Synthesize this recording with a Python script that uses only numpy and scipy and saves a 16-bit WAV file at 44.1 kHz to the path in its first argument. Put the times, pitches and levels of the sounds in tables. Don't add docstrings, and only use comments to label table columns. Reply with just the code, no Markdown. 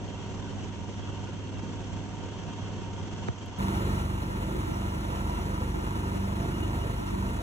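import sys
import numpy as np
from scipy import signal
from scipy.fft import rfft, irfft, next_fast_len
from scipy.io import wavfile
from scipy.ndimage import uniform_filter1d, map_coordinates

SR = 44100
rng = np.random.default_rng(int(sys.argv[2]) if len(sys.argv) > 2 else 0)


def generate_wav(sig):
    pcm = np.round(np.clip(np.atleast_2d(sig).T, -1, 1) * 32767).astype(np.int16)
    wavfile.write(sys.argv[1], SR, pcm)


N = 327219
T = np.arange(N) / SR
THUMP_S, CUT_S = 3.284, 3.585


def amp(db):
    return 10 ** (np.asarray(db) / 20)

def unit(x):
    return x / np.sqrt(np.mean(x ** 2) + 1e-20)

def along(rows, hz):
    row_hz, *columns = np.transpose(rows)
    return [np.interp(np.log(hz + 1), np.log(row_hz + 1), column) for column in columns]

def contour(rows):
    return np.interp(T, *np.transpose(rows))

def wobble(rate):
    coarse = T[::64]
    knots = rng.standard_normal(int(T[-1] * rate) + 4)
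    return np.interp(T, coarse, map_coordinates(knots, [coarse * rate]))

def filtered(x, response):
    size = next_fast_len(N + SR // 4, real=True)
    return irfft(rfft(x, size) * response(np.fft.rfftfreq(size, 1 / SR)), size)[..., :N]

def lowpass(x, edge_hz, order=8):
    return filtered(x, lambda hz: 1 / (1 + (hz / edge_hz) ** order))

def ringing(x, modes):
    return filtered(x, lambda hz: sum(
        (-1) ** k * amp(db) * 1j * hz * width / (centre ** 2 - hz ** 2 + 1j * hz * width)
        for k, (centre, width, db) in enumerate(modes)))

def patchy(x, depth_db):
    spectra = signal.stft(x, nperseg=512)[2]
    field = uniform_filter1d(rng.standard_normal(spectra.shape), size=3, axis=1)
    field = uniform_filter1d(field, size=11, axis=2)
    return signal.istft(spectra * unit(amp(depth_db * unit(field))), nperseg=512)[1][:, :N]

def knocks(cycle, places, jitter_s, scatter_db=2.0):
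    place, db = np.transpose(places)
    due = np.arange(int(cycle[-1]) + 1)[:, None] + place
    late, size = rng.standard_normal((2, *due.shape))
    sample = (np.interp(due, cycle, T, right=T[-1] + 1) + jitter_s * late) * SR
    heard = (sample > 0) & (sample < N - 1)
    return unit(np.bincount(np.rint(sample[heard]).astype(int), amp(db + scatter_db * size)[heard], N))

def wash(cycle, spectrum, rattle_share, jitter_s, throb_db, flutter_db):
    # (frequency [Hz], power weight [0-1])
    weights = [(150, 0.094), (450, 0.94), (2800, 0.72), (7000, 0.56)]
    share = lambda hz: np.clip(rattle_share * along(weights, hz)[0], 0, 1)
    loose_parts = lambda count: np.column_stack([rng.random(count), rng.normal(0, 1.95, count)])
    blows = np.array([knocks(cycle, loose_parts(count=56), jitter_s) for _ in range(2)])
    rattle = filtered(blows, lambda hz: np.sqrt(share(hz)))
    rush = filtered(rng.standard_normal((2, N)), lambda hz: np.sqrt(1 - share(hz)))
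    firing = np.cos(np.pi * cycle) ** 8
    swell = unit(amp(throb_db * firing + flutter_db * wobble(90)))
    return filtered((rattle + rush) * swell, lambda hz: amp(along(spectrum, hz)[0]) * np.sqrt(SR / 2))

def hull_echoes(x, strength, count=12, reach_s=.012):
    taps = np.zeros((2, int(SR * reach_s) + 100))
    for row in taps:
        row[rng.integers(30, len(row), count)] = strength * rng.choice([-1, 1], count) / np.sqrt(count)
    taps[:, 0] = 1
    return signal.fftconvolve(x, taps / np.linalg.norm(taps, axis=1, keepdims=True), axes=1)[:, :N]

def clatter(noise, echo, lump_db):
    deep, rumble = lowpass(noise, 1000), lowpass(noise, 350)
    return rumble + patchy(deep - rumble, lump_db) + hull_echoes(noise - deep, echo)

def tick(start, db):
    age = np.maximum(T - start, 0)
    return amp(db) * rng.standard_normal(N) * np.exp(-age / .0004) * (age > 0)

def squeaks(pitch_hz, rough_rad):
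    # (time [s], duration [s], level [dB])
    events = [(6.55, .04, -50), (6.638, 0.045, -45.5), (6.822, 0.033, -47)]
    swell = sum(amp(db) * np.exp(-(2 * (T - at) / length) ** 2) for at, length, db in events)
    return np.sqrt(2) * swell * np.cos(2 * np.pi * pitch_hz * T + rough_rad * wobble(110))

def slaps(rise_s, left_db):
    # (time [s], level [dB], share of power in antiphase at the ports [ratio])
    ripples = [(3.665, -40, .1), (3.785, -39, 0.2), (3.935, -44, .4), (4.255, -42, 0.2), (4.385, -40, 0.05),
               (4.535, -36, .25), (4.665, -40, 0.9), (4.945, -41, 0.3), (5.165, -41, 0), (5.3, -43, 0.4),
               (5.505, -48, 0.2), (5.755, -37, .8), (6.155, -41, 0.8), (6.625, -41, 1.04), (6.985, -42, 1),
               (7.115, -38, 1.1)]
    # (frequency [Hz], bandwidth [Hz], level [dB])
    bottom_modes = [(310, 45, 0), (359, 35, 0.5), (530, 100, -11.5)]
    swell = np.zeros((2, N))
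    for start, db, spread in ripples:
        age = np.maximum(T - start, 0) / rise_s
        apart = np.clip(spread, 0, 1)
        swell += amp(db) * np.sqrt([[1 - apart], [apart]]) * age * np.exp(1 - age)
    bottom = lowpass(ringing(rng.standard_normal((2, N)), bottom_modes), 800, order=4)
    shared, opposed = swell * unit(bottom)
    return np.array([shared + opposed, shared - opposed]) * amp(np.array([[.5], [-.5]]) * left_db)

def thump(start, db, crack_db, chirp_hz, boom_hz, fall_s, rise_s, length_s):
    age = np.maximum(T - start, 0)
    phase = 2 * np.pi * (boom_hz * age + chirp_hz * fall_s * (1 - np.exp(-age / fall_s)))
    left_lead = 1.45 + 1.3 * np.exp(-age / .011)
    envelope = (1 - np.exp(-(age / rise_s) ** 2)) * np.exp(-(age / length_s) ** 4)
    bending = envelope * np.cos(phase + np.array([[.5], [-.5]]) * left_lead)
    crack = rng.standard_normal(N) * (1 - np.exp(-age / .0006)) * np.exp(-age / .002)
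    blow = amp(db) * bending + amp(crack_db) * crack
    return filtered(blow, lambda hz: 1 / np.sqrt(1 + (hz / 2800) ** 6 + (hz / 6000) ** 20))

def whine(cycle, orders, waver, slip_rad, beat_db, uneven_db, chatter_db):
    beat, chatter = np.cos(2 * np.pi * cycle), np.cos(2 * np.pi * 5 * cycle)
    swell = unit(amp(beat_db * beat + chatter_db * chatter + uneven_db * wobble(80)))
    return swell * drone(cycle, orders, waver, slip_rad)

def tube_knocks(cycle, jitter_s):
    # (place in the cycle [0-1], level [dB])
    blows = [(.42, 0), (.57, -1), (.82, -8), (.02, -6)]
    # (frequency [Hz], bandwidth [Hz], level [dB])
    tube_mode = [(975, 85, 0)]
    return unit(ringing(knocks(cycle, blows, jitter_s, scatter_db=2.3), tube_mode))

def valves(cycle, places, modes, knock_share, jitter_s, chug_db):
    blows = np.array([knocks(cycle, places, jitter_s) for _ in range(2)])
    shake = rng.standard_normal((2, N)) * amp(chug_db * np.cos(2 * np.pi * cycle) + 1.26 * wobble(12))
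    force = np.sqrt(knock_share) * blows + np.sqrt(1 - knock_share) * unit(shake)
    return ringing(force, modes) * np.sqrt(SR / 2)

def engine_cycles(mean_hz, swing_hz, period_s, fastest_s, uneven_hz):
    hunt = swing_hz * np.cos(2 * np.pi * (T - fastest_s) / period_s)
    return np.cumsum(mean_hz + hunt + uneven_hz * wobble(10)) / SR

def drone(cycle, orders, waver, slip_rad):
    hum = np.zeros(N)
    for order, db in orders:
        phase = 2 * np.pi * (order * cycle + rng.random()) + slip_rad * wobble(7)
        hum += np.sqrt(2) * amp(db) * (1 + waver * wobble(6)) * np.cos(phase)
    return hum

def at_ports(hum, noise, ports):
    def split(hz):
        angle = np.arccos(np.clip(along(ports, hz)[0], 0, 1)) / 2
        return np.array([np.cos(angle), np.sin(angle)])
    def lead(hz):
        _, phase, balance_db = along(ports, hz)
        left = np.exp(.5j * phase) * amp(balance_db / 2)
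        return np.array([left, 1 / left])
    direct, diffuse = filtered(noise, split)
    return filtered(np.array([hum + direct + diffuse, hum + direct - diffuse]), lead)

def swaying(boat, low_db, high_db, exhaust_db, hull_db, clatter_db):
    bass, body = lowpass(boat, 145), lowpass(boat, 430)
    sway = lambda depth_db: amp(depth_db * wobble(4.04))
    low = sway(exhaust_db) * bass + sway(hull_db) * (body - bass)
    return amp(low_db) * low + amp(high_db) * sway(clatter_db) * (boat - body)

def dip(depth_db, sink_s, recover_s):
    age = np.maximum(T - THUMP_S, 0)
    return depth_db * np.minimum(age / sink_s, 1) * np.exp(-np.maximum(age - sink_s, 0) / recover_s)

def churn(boat, low_hz, high_hz):
    # (time [s], level [dB])
    roar_levels = [(3.6, -1), (4.1, 1.5), (4.34, -2.5), (4.49, 2), (4.64, -6), (4.74, 0.5), (4.9, -1.5),
                   (5.2, .5), (5.55, 0.5), (5.88, -2), (6.0, 1), (6.24, -1.5), (6.42, 2), (6.62, -1),
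                   (6.72, 2.5), (6.88, 1.5), (7.02, -2), (7.17, -9), (7.22, 1), (7.42, 1)]
    shared = boat.mean(axis=0)
    roar = lowpass(shared, high_hz, order=20) - lowpass(shared, low_hz, order=10)
    return boat + (amp(contour(roar_levels)) - 1) * roar

def facing_aft():
    # (order [x cycle rate], level [dB])
    exhaust_orders = [(2, -56), (3, -58), (4, -48.5), (5, -39.8), (8, -50), (9, -57), (10, -46.3),
                      (11, -57), (12, -60), (13, -57.5), (14, -50.3), (16, -58), (17, -61), (18, -62),
                      (19, -58)]
    shaft_orders = [(26, -64), (32, -66), (36, -65), (46, -58.5), (47, -64), (50, -67)]
    # (frequency [Hz], spectral level [dB/Hz])
    wash_spectrum = [(20, -90), (45, -63), (70, -58.5), (105, -66), (200, -65.5), (300, -70), (400, -70.5),
                     (600, -75.5), (850, -81), (1000, -81), (1900, -87.5), (3100, -87.5), (4300, -96.5),
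                     (5100, -94.5), (5900, -90.5), (6600, -91), (7800, -97), (10000, -123.1)]
    # (place in the cycle [0-1], level [dB])
    valve_blows = [(.02, 0), (.26, 0), (0.582, 5), (.72, -3), (.95, -0.5)]
    # (frequency [Hz], bandwidth [Hz], peak level [dB/Hz])
    metal_modes = [(726, 25, -77.5), (946, 67, -75.5), (1470, 183, -82), (2120, 60, -87.5),
                   (2736, 130, -81.5), (3024, 70, -81), (3185, 65, -80), (3346, 70, -83),
                   (3580, 100, -89.5), (4390, 110, -89), (5450, 140, -91), (6390, 130, -93)]
    # (time [s], level [dB])
    rasp_levels = [(0, 0), (.85, -0.5), (1.08, 0.2), (1.36, 1), (1.65, -1), (3.6, .3)]
    # (frequency [Hz], coherence [0-1], left lead [rad], left minus right [dB])
    ports = [(45, 0.4, -1.5, 1.5), (68, 0.83, -3, 0.5), (82.5, 0.4, -1, -1), (100, .9, 0.1, -1.5),
             (135, 0.5, 0.1, -3), (163, .4, 0, -7), (200, 0.85, 0.54, -4), (402, 0.7, 0.3, -1),
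             (603, 0.65, 1.0, -5), (940, 0.89, 0.36, -2), (1390, 0.5, -1.4, -1.5), (1900, 0.05, 0.5, -0.5),
             (2310, 0, 2.06, 0.8), (3720, 0, 4, 1), (5130, 0.2, 3, 1), (6070, 0.6, 6, 0.5),
             (6900, 0.2, 7.5, 0), (8900, 0.2, 4, -3)]
    cycle = engine_cycles(mean_hz=20.1, swing_hz=.06, period_s=2.5, fastest_s=2.5, uneven_hz=.04)
    hum = amp(-1.56) * drone(cycle, exhaust_orders, waver=.092, slip_rad=.1)
    shaft = whine(cycle, shaft_orders, waver=.3, slip_rad=.35, beat_db=3, uneven_db=3, chatter_db=.5)
    rush = wash(cycle, wash_spectrum, rattle_share=.26, jitter_s=.00009, throb_db=2, flutter_db=1.3)
    rasp = amp(contour(rasp_levels) + .83 * wobble(36))
    metal = rasp * valves(cycle, valve_blows, metal_modes, knock_share=.24, jitter_s=.00018, chug_db=1)
    noise = clatter(amp(.08) * rush, echo=.3, lump_db=1) + patchy(metal, depth_db=2.3)
    boat = at_ports(hum + amp(-1) * shaft, noise, ports)
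    dip_db = dip(depth_db=-8, sink_s=.012, recover_s=.16)
    boat = swaying(boat, low_db=dip_db, high_db=.54 * dip_db,
                   exhaust_db=.14, hull_db=-.37, clatter_db=.37)
    return lowpass(boat, 9500, order=20)

def facing_bow():
    # (order [x cycle rate], level [dB])
    exhaust_orders = [(2, -39.7), (3, -38.3), (4, -37.5), (5, -45), (6, -44.5), (7, -50), (9, -47.2),
                      (10, -52), (11, -57), (12, -52), (13, -49.5), (14, -53), (15, -52), (16, -59)]
    shaft_orders = [(24, -66), (28, -56.5), (32, -62), (36, -57), (38, -63), (44, -59), (52, -61.5),
                    (56, -59.5), (60, -59.5), (64, -64)]
    # (time [s], level [dB])
    boom_levels = [(3.6, -37), (4.57, -41), (4.64, -69), (4.77, -39), (6.01, -43), (6.23, -32.5),
                   (6.59, -44.5), (6.98, -45), (7.2, -34.5), (7.42, -47)]
    # (frequency [Hz], spectral level [dB/Hz])
    wash_spectrum = [(20, -82), (50, -57), (100, -59), (200, -64), (350, -66), (500, -70.5), (800, -74.5),
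                     (980, -74), (1400, -76), (2000, -80), (2900, -84), (4200, -88), (4900, -99),
                     (6000, -91.5), (10500, -94), (15500, -102.2)]
    # (place in the cycle [0-1], level [dB])
    valve_blows = [(.17, -2), (.45, -2.5), (.58, -2.5), (.8, 1), (.87, -11)]
    # (frequency [Hz], bandwidth [Hz], peak level [dB/Hz])
    metal_modes = [(687, 23, -67), (974, 90, -71.5), (1257, 17, -74), (1356, 25, -72), (1467, 18, -73.5),
                   (1850, 28, -82), (2140, 23, -89), (2730, 31, -79), (2910, 110, -81.5), (3110, 67, -86),
                   (5650, 230, -86.5)]
    # (frequency [Hz], coherence [0-1], left lead [rad], left minus right [dB])
    ports = [(50, .9, 0, 0), (100, .85, 0, 0), (200, .8, -.1, -2.3), (350, .7, -.2, -3.5),
             (500, .36, -.7, -1), (600, .4, -1.3, -2), (680, .5, -2.5, -3.5), (780, .7, -2.5, -2),
             (876, .3, -1.5, -3.5), (925, .6, -1.6, -2), (972, .8, -2.4, -2), (1360, .75, -2.1, 0),
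             (1460, .75, -2.9, 0), (2000, .6, -3.8, .4), (4000, .7, -4.2, .3), (4800, .85, -3.2, 0),
             (6800, .85, 0, 0), (9000, .85, 3.1, 0), (11000, .85, 6.3, 0), (13200, .85, 9.4, 0),
             (15200, .85, 12.6, 0)]
    cycle = engine_cycles(mean_hz=24.29, swing_hz=.08, period_s=.94, fastest_s=4.42, uneven_hz=.06)
    hum = drone(cycle, exhaust_orders, waver=.2, slip_rad=.22)
    boom = amp(contour(boom_levels)) * drone(cycle, [(8, -1.2)], waver=.22, slip_rad=.3)
    shaft = whine(cycle, shaft_orders, waver=.25, slip_rad=.24, beat_db=1, uneven_db=3, chatter_db=3)
    tube = amp(-45.5 + 1.8 * wobble(9)) * tube_knocks(cycle, jitter_s=.00014)
    rush = wash(cycle, wash_spectrum, rattle_share=.17, jitter_s=.00008, throb_db=.05, flutter_db=1.2)
    rasp = amp(-.9 + 1.3 * wobble(36))
    metal = rasp * valves(cycle, valve_blows, metal_modes, knock_share=.19, jitter_s=.00012, chug_db=2.5)
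    tones = amp(-.5) * (hum + shaft) + boom + tube + squeaks(pitch_hz=2900, rough_rad=.6)
    noise = clatter(rush, echo=.44, lump_db=2.5) + patchy(metal, depth_db=2.5)
    hold_s, release_s = .403, .065
    opening_db = np.clip(1 - (T - CUT_S - hold_s) / release_s, 0, 1)
    boat = swaying(at_ports(tones, noise, ports), low_db=opening_db, high_db=3 * opening_db,
                   exhaust_db=-.5, hull_db=1, clatter_db=.18)
    return churn(boat + slaps(rise_s=.022, left_db=1.5), low_hz=400, high_hz=850)

def scene():
    bow_share = np.clip((T - CUT_S) / .0077 + .5, 0, 1)
    bump = thump(start=THUMP_S, db=-23.5, crack_db=-22, chirp_hz=3400, boom_hz=100,
                 fall_s=.0022, rise_s=.0018, length_s=.031)
    aft = facing_aft() + bump + tick(start=3.4605, db=-45)
    return (1 - bow_share) * aft + bow_share * facing_bow()

def record(dry):
    return filtered(dry, lambda hz: hz < 15750)


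dry = scene()
out = record(dry)
generate_wav(out)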